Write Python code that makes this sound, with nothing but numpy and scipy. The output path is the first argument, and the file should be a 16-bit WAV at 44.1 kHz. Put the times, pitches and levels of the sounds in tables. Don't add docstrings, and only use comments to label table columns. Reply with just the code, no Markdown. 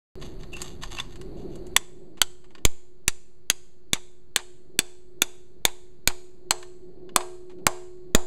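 import sys
import numpy as np
from scipy import signal
from scipy.fft import rfft, irfft, next_fast_len
from scipy.io import wavfile

SR = 44100
rng = np.random.default_rng(int(sys.argv[2]) if len(sys.argv) > 2 else 0)


def to_wav(s):
    ch = np.atleast_2d(s).T
    pcm = np.round(np.clip(ch, -1, 1) * 32767)
    wavfile.write(sys.argv[1], SR, pcm.astype(np.int16))


N = 364266
T = np.arange(N) / SR
AGE = np.arange(SR) / SR

# start in seconds; knock, clank, bite and sizzle in dB; chisel, edge and top ring in Hz;
# relative microphone push; sleeve swish in dB.
BLOWS = [ (1.7643, -42, -24, -12.5, -16, 3460, 7780, 10240, 0.0032, -46),
         (2.2160, -39.5, -27.5, -15, -18, 3210, 7780, 9820, 0.025, -60),
         (2.6511, -21, -31, -19, -19, 3340, 7040, 10500, 0.17, -46),
         (3.0798, -34.5, -31, -20, -19.5, 2626, 7220, 9460, 0.046, -58.5),
         (3.5000, -34.5, -35.5, -17.5, -19, 3366, 6630, 10000, 0.0087, -61),
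         (3.9323, -29.5, -47, -20, -21.5, 3546, 6380, 10750, .016, -58.5),
         (4.3610, -39.5, -32, -18.5, -21, 3685, 8460, 10870, -0.012, -64),
         (4.7900, -29.5, -36.5, -16.5, -20, 3490, 7960, 10850, 0.0081, -47),
         (5.2192, -31, -31, -18, -18, 3530, 6790, 10840, 0.0093, -52),
         (5.6520, -29, -25.5, -18, -17, 3620, 6920, 12190, 0.03, -50.5),
         (6.0746, -28, -41.5, -17.5, -18, 2350, 6710, 11440, 0.058, -54.5),
         (6.5082, -35.5, -24.5, -19.5, -21, 4270, 7750, 10250, 0.0053, -47),
         (7.1612, -35, -17, -20, -17, 4350, 8130, 10030, 0.014, -46),
         (7.6666, -24.5, -13, -18.5, -17, 2230, 7430, 9680, 0.019, -40),
         (8.1490, -17.5, -21, -17.5, -17.5, 2480, 7020, 10500, 0.16, -45.5)]
# frequency in Hz, level in dB.
WALL_SPECTRUM = [(100, -6.5), (400, -6), (900, 4.5), (1500, 2.5), (3300, -1.5), (4500, 3.5), (6500, 0),
                 (7700, 1), (9000, -4), (11500, -3), (14000, -20.5)]
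GARAGE_SPECTRUM = [(100, -3.5), (400, -5.5), (900, 5), (1600, -1.5), (3200, -1.5), (4400, 1), (5000, 2.5),
                   (6500, 0), (7700, 5), (9000, -2.5), (11300, -2), (14000, -20)]
def hammering():
    out = np.zeros(N)
    for s, *tone, _, _ in BLOWS:
        direct = crack(*tone)
        add(out, s, direct)
        add(out, s, amp(-25) * echo(direct, WALL_SPECTRUM, t60_s=0.054, rise_s=0.0013))
        room_db = -42.5 + 0.28 * coupling_db(s)
        add(out, s, amp(room_db) * echo(direct, GARAGE_SPECTRUM, t60_s=0.59, rise_s=0.005))
    return out


# frequency in Hz, level in dB.
CRACK_SPECTRUM = [(60, 0.5), (300, 4), (600, -5), (1300, -2), (2000, 2.5), (3300, 3.5), (4200, -0.5),
                  (5000, 0.5), (6700, 2.5), (8200, 0.5), (10000, -6), (12500, -7), (15000, -9.5)]
def crack(knock_db, clank_db, bite_db, sizzle_db, chisel_hz, edge_hz, top_hz, size=4096):
    def struck(hz, t60_s):
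        return burst(1e-3 ** (AGE[:size] / t60_s) * np.sin(2 * np.pi * hz * AGE[:size]))

    contact = colour(puff(t60_s=0.0085, hold_s=0.0012, size=size), CRACK_SPECTRUM)
    low, middle, high = map(burst, registers(contact))
    ring_gain = gain_at([(2300, -6), (3000, -8), (3500, -6.5), (4500, -2)], chisel_hz)
    free_ring = amp(-11) * struck(hz=3484, t60_s=0.026)
    chisel = ring_gain * struck(chisel_hz, t60_s=0.013) + free_ring
    edge = burst(ring([(edge_hz, 0, 0.011), (top_hz, -5.5, 0.011)], 0, size))
    flange = burst(ring([(1080, 0.5, 0.016), (790, -4, 0.015)], 0.92, size))
    knock = burst(ring([(149.3, 1, 0.012), (283, -3, 0.018), (446.6, -1, 0.014)], 0.92, size))
    return (amp(knock_db + 2.5) * knock
            + amp(clank_db) * (amp(-6.5) * low + amp(-2.5) * flange)
            + amp(bite_db) * (amp(-2.5) * middle + chisel)
            + amp(sizzle_db) * (amp(-0.5) * high + amp(-3) * edge))


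def echo(x, spectrum, t60_s, rise_s):
    def tail():
        return colour(puff(t60_s) * (1 - np.exp(-AGE / rise_s)), spectrum)

    own = burst(signal.fftconvolve(x, tail())[:SR])
    diffuse = burst(colour(tail(), CRACK_SPECTRUM))
    return burst(band(own + 0.75 * diffuse, 12000, "lowpass"))


def microphone_pushes():
    out = np.zeros(N)
    step = 1 - np.exp(-AGE / 0.00008)
    creep = np.exp(-AGE / 0.038)
    for s, *_, push, _ in BLOWS:
        add(out, s, 2.1 * push * step * creep)
    return out


# frequency in Hz, level in dB,
# t60 in seconds.
SPRING_MODES = [(362.5, 0.5, 3), (435, -6, 0.9)]
CASTING_MODES = [(647, -4, 0.58), (738, -5.5, 0.46), (890, -9.5, 0.45), (970, -9, 0.42), (1177, 2, 0.037),
                 (1180, -1.5, 0.059), (1490, -9.5, 0.08), (1605, -14.5, 0.48)]
STEEL_MODES = [(3000, -6, 0.35), (3470, -5, .3), (4210, -8, 1), (6800, -6, 1), (7200, -5, 0.92),
               (7600, -4, 0.42), (7760, -2, .4), (8100, -8.5, 0.41), (10500, -7.5, 0.2)]
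# frequency in Hz, level in dB.
CLATTER_SPECTRUM = [(250, -19.5), (420, 1), (530, -5), (660, 2), (900, 3), (1100, -1), (1400, -9.5),
                    (2200, -15), (4000, -33.5), (9000, -46.5), (14000, -68)]
def engine():
    out = np.zeros(N)
    starts_s = [row[0] for row in BLOWS]
    for s, gap_s in zip(starts_s, np.diff(starts_s + [N / SR + 1])):
        drive_db = coupling_db(s)
        until_next = np.clip((gap_s - AGE) / 0.0092, 0, 1)
        add(out, s, amp(-54.5 + 0.66 * drive_db) * ring(SPRING_MODES, scatter_db=0.56) * until_next)
        clatter = burst(colour(puff(t60_s=0.23), CLATTER_SPECTRUM))
        casting = burst(ring(CASTING_MODES, scatter_db=0.89))
        add(out, s, amp(-52.5 + drive_db) * (clatter + amp(-4.5) * casting))
        add(out, s, amp(-62.5 + 0.22 * drive_db) * ring(STEEL_MODES, scatter_db=2.3))
    return out


# time in seconds, gain in dB.
COUPLING = [(1.76, 3.5), (3.3, -3), (4.7, 9.5), (5.7, 9.5), (7.16, 25.5), (8.15, 23.5)]
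def coupling_db(s):
    return np.interp(s, *np.transpose(COUPLING))


# start in seconds, level in dB.
REBOUNDS = [(1.808, -55), (2.171, -53), (2.177, -52.5), (2.441, -56.5), (2.504, -57.5), (3.954, -38),
            (3.969, -52), (4.386, -39), (4.395, -46.5), (5.677, -38.5), (6.097, -35.5), (7.205, -35.5),
            (7.496, -53.5), (7.512, -57), (7.584, -63.5)]
# frequency in Hz, level in dB.
REBOUND_SPECTRUM = [(300, -13.5), (900, 6.5), (1500, -3.5), (2300, -1), (4500, -6.5), (8000, -12.5),
                    (13000, -35.5)]
def rebounds(size=4096):
    out = np.zeros(N)
    for s, db in REBOUNDS:
        rattle = puff(t60_s=0.08, size=size) * (1 - np.exp(-AGE[:size] / 0.001))
        add(out, s, amp(db) * burst(colour(rattle, REBOUND_SPECTRUM)))
    return out


# start in seconds, relative body and treble levels in dB.
TAPS = [(0.2243, -29, -71), (0.433, -34, -56), (0.5343, -35, -43.5), (0.5664, -30.5, -40.5),
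        (0.6173, -24.5, -25), (0.8345, -20.5, -38), (0.9133, -36, -44), (0.9687, -29, -49),
        (0.9862, -19.5, -43), (0.9991, -19, -34), (1.1573, -37, -49), (1.2131, -34.5, -44.5),
        (1.5559, -44, -45.5), (1.6671, -46, -47.5), (2.5506, -33, -58.5), (2.582, -40, -63.5),
        (6.6273, -31, -49), (7.091, -37, -77)]
# frequency in Hz, level in dB, t60 in seconds.
CHISEL_MODES = [(1073, -4, 0.04), (1806, -9, 0.095), (2890, 0.5, 0.037), (3460, 1, 0.01), (4480, 2, 0.019),
                (6220, -6, 0.028), (6680, -9, 0.073), (7560, -4, 0.06), (11500, -12.5, 0.064)]
def taps():
    out = np.zeros(N)
    for s, body_db, treble_db in TAPS:
        tick = burst(colour(puff(t60_s=0.041), CRACK_SPECTRUM))
        tick += amp(-3.5) * burst(ring(CHISEL_MODES, scatter_db=2))
        room = amp(-14) * echo(tick, GARAGE_SPECTRUM, t60_s=0.34, rise_s=0.006)
        low, middle, high = map(burst, registers(tick + room))
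        add(out, s, amp(body_db - 15) * (middle + amp(-4) * low) + amp(treble_db - 6.5) * high)
    return out


# start in seconds, length in seconds, relative level in dB.
STROKES = [(0.195, 0.061, -43), (0.39, 0.017, -50), (0.517, 0.065, -46), (0.583, 0.1, -42),
           (0.811, 0.02, -36.5), (0.903, 0.061, -36.5), (1.093, 0.018, -47), (1.363, 0.054, -55.5),
           (1.49, 0.063, -55.5)]
# frequency in Hz, level in dB.
GRIT_SPECTRUM = [(300, -23), (700, 10), (1080, 7.5), (1500, -2.5), (2800, -2), (3600, 7), (5000, -7),
                 (6500, 3.5), (8000, -11), (9500, -17), (11300, -10), (14500, -25)]
def scraping(grains_per_s=510, attack_s=0.015, release_db_per_s=218.5):
    catches = (rng.random(N) < grains_per_s / SR) * rng.uniform(-1, 1, N)
    catches += 0.015 * rng.standard_normal(N)
    grit = unit(colour(catches, GRIT_SPECTRUM))
    chisel = unit(signal.fftconvolve(catches, ring(CHISEL_MODES, scatter_db=0.84))[:N])
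    pressure = np.zeros(N)
    attack = np.minimum(AGE / attack_s, 1)
    for s, length_s, db in STROKES:
        release = amp(-release_db_per_s * np.maximum(AGE - length_s, 0))
        add(pressure, s, amp(db - 8.5) * attack * release)
    return pressure * (grit + amp(-3) * chisel)


# start in seconds, length in seconds, pitch in Hz, level in dB.
SQUEAKS = [(0.529, 0.025, 2720, -36), (0.558, 0.029, 2680, -46.5), (0.976, 0.021, 2690, -34.5),
           (.998, 0.0036, 3520, -20.5)]
def squeaks(attack_s=0.004, t60_s=0.023):
    out = np.zeros(N)
    for s, length_s, hz, db in SQUEAKS:
        envelope = np.minimum(AGE / attack_s, 1) * 1e-3 ** (np.maximum(AGE - length_s, 0) / t60_s)
        waver_rad = 0.7 * unit(band(rng.standard_normal(SR), 120, "lowpass"))
        add(out, s, amp(db) * envelope * np.sin(2 * np.pi * hz * AGE + waver_rad))
    return out


# centre in seconds, half length in seconds, relative level in dB.
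ARM_SHIFTS = [(0.194, 0.18, -41), (0.624, 0.34, -45), (1.456, .23, -35), (2.052, 0.17, -46.5),
              (6.981, 0.24, -48.5)]
# frequency in Hz, level in dB.
RUSTLE_SPECTRUM = [(88, -37), (150, -8), (177, -7), (210, -12), (294, -12.5), (364, 1), (444, -16.5),
                   (749, -24.5), (814, -31.5), (1400, -49), (1820, -75.5), (3080, -120)]
RUMBLE_SPECTRUM = [(12, -30), (20, -4.5), (27, 1.5), (86, -12), (146, -9.5), (210, -20.5), (260, -15),
                   (340, -41.5), (570, -120)]
def arm(lead_s=0.035, rise_db_per_s=76, fall_db_per_s=224.5):
    motion = sum(amp(db) * np.exp(-((T - s) / half_s) ** 2) for s, half_s, db in ARM_SHIFTS)
    for s, *_, swish_db in BLOWS:
        ahead_s = s - lead_s - T
        motion += amp(swish_db - np.maximum(rise_db_per_s * ahead_s, -fall_db_per_s * ahead_s))
    return amp(-3) * motion * (noise(RUSTLE_SPECTRUM) + amp(-15) * noise(RUMBLE_SPECTRUM))


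# time in seconds, relative level in dB.
BACKGROUND_LEVELS = [(.16, 0.5), (1.75, -1.5), (1.8, -10), (2.7, -14), (4.3, -13.5), (8.26, -11)]
# frequency in Hz, level in dB.
HISS_SPECTRUM = [(500, 14.5), (1000, 8.5), (2000, 2), (3400, -4), (4500, 9), (5200, -12.5), (7000, -8),
                 (10000, -12.5), (14000, -14), (15500, -32.5)]
def background():
    level_db = np.interp(T, *np.transpose(BACKGROUND_LEVELS))
    rumble = amp(-42.5 + 1.3 * level_db) * noise(RUMBLE_SPECTRUM)
    room = amp(-53 + level_db) * noise(RUSTLE_SPECTRUM)
    hiss = amp(-57.5 + level_db) * noise(HISS_SPECTRUM)
    return rumble + room + hiss


def amp(db):
    return 10 ** (np.asarray(db) / 20)


def unit(x):
    return x / np.sqrt(np.mean(x ** 2) + 1e-20)


def burst(x):
    return x / np.sqrt(np.sum(x ** 2) / (SR / 100) + 1e-20)


def gain_at(spectrum, hz):
    points_hz, db = np.transpose(spectrum)
    return amp(np.interp(np.log(hz + 1), np.log(points_hz + 1), db))


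def colour(x, spectrum):
    size = 2 * next_fast_len(len(x) // 2 + 1024)
    cepstrum = irfft(np.log(gain_at(spectrum, np.fft.rfftfreq(size, 1 / SR)) + 1e-6))
    cepstrum[1:size // 2] *= 2
    cepstrum[size // 2 + 1:] = 0
    return irfft(rfft(x, size) * np.exp(rfft(cepstrum)))[:len(x)]


def band(x, hz, kind, order=4):
    return signal.sosfilt(signal.butter(order, hz, kind, fs=SR, output="sos"), x)


def registers(x):
    return band(x, [550, 1400], "bandpass"), band(x, [1400, 5400], "bandpass"), band(x, 5600, "highpass")


def noise(spectrum):
    return unit(colour(rng.standard_normal(N), spectrum))


def puff(t60_s, hold_s=0, size=SR):
    return rng.standard_normal(size) * 1e-3 ** (np.maximum(AGE[:size] - hold_s, 0) / t60_s)


def ring(modes, scatter_db, size=SR):
    t = AGE[:size]
    return sum(amp(db + scatter_db * rng.normal()) * 1e-3 ** (t / t60_s)
               * np.sin(2 * np.pi * (hz * t + rng.random())) for hz, db, t60_s in modes)


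def add(track, s, x):
    i = round(s * SR)
    track[i:i + len(x)] += x[:N - i]


def scene():
    blows = hammering() + engine() + microphone_pushes()
    light_contacts = band(rebounds() + taps() + scraping() + squeaks(), 11500, "lowpass")
    mono = blows + light_contacts + arm() + background()
    return np.array([mono, mono])


def record(dry, notch_hz=5450, offset=0.015, start_s=0.155, top_hz=15700):
    x = signal.lfilter(*signal.iirnotch(notch_hz, Q=6, fs=SR), dry)
    x = (x + offset) * (T > start_s)
    overloaded = x / (1 + np.abs(x) ** 6) ** (1 / 6)
    return band(overloaded, top_hz, "lowpass", order=18)


dry = scene()
out = record(dry)
to_wav(out)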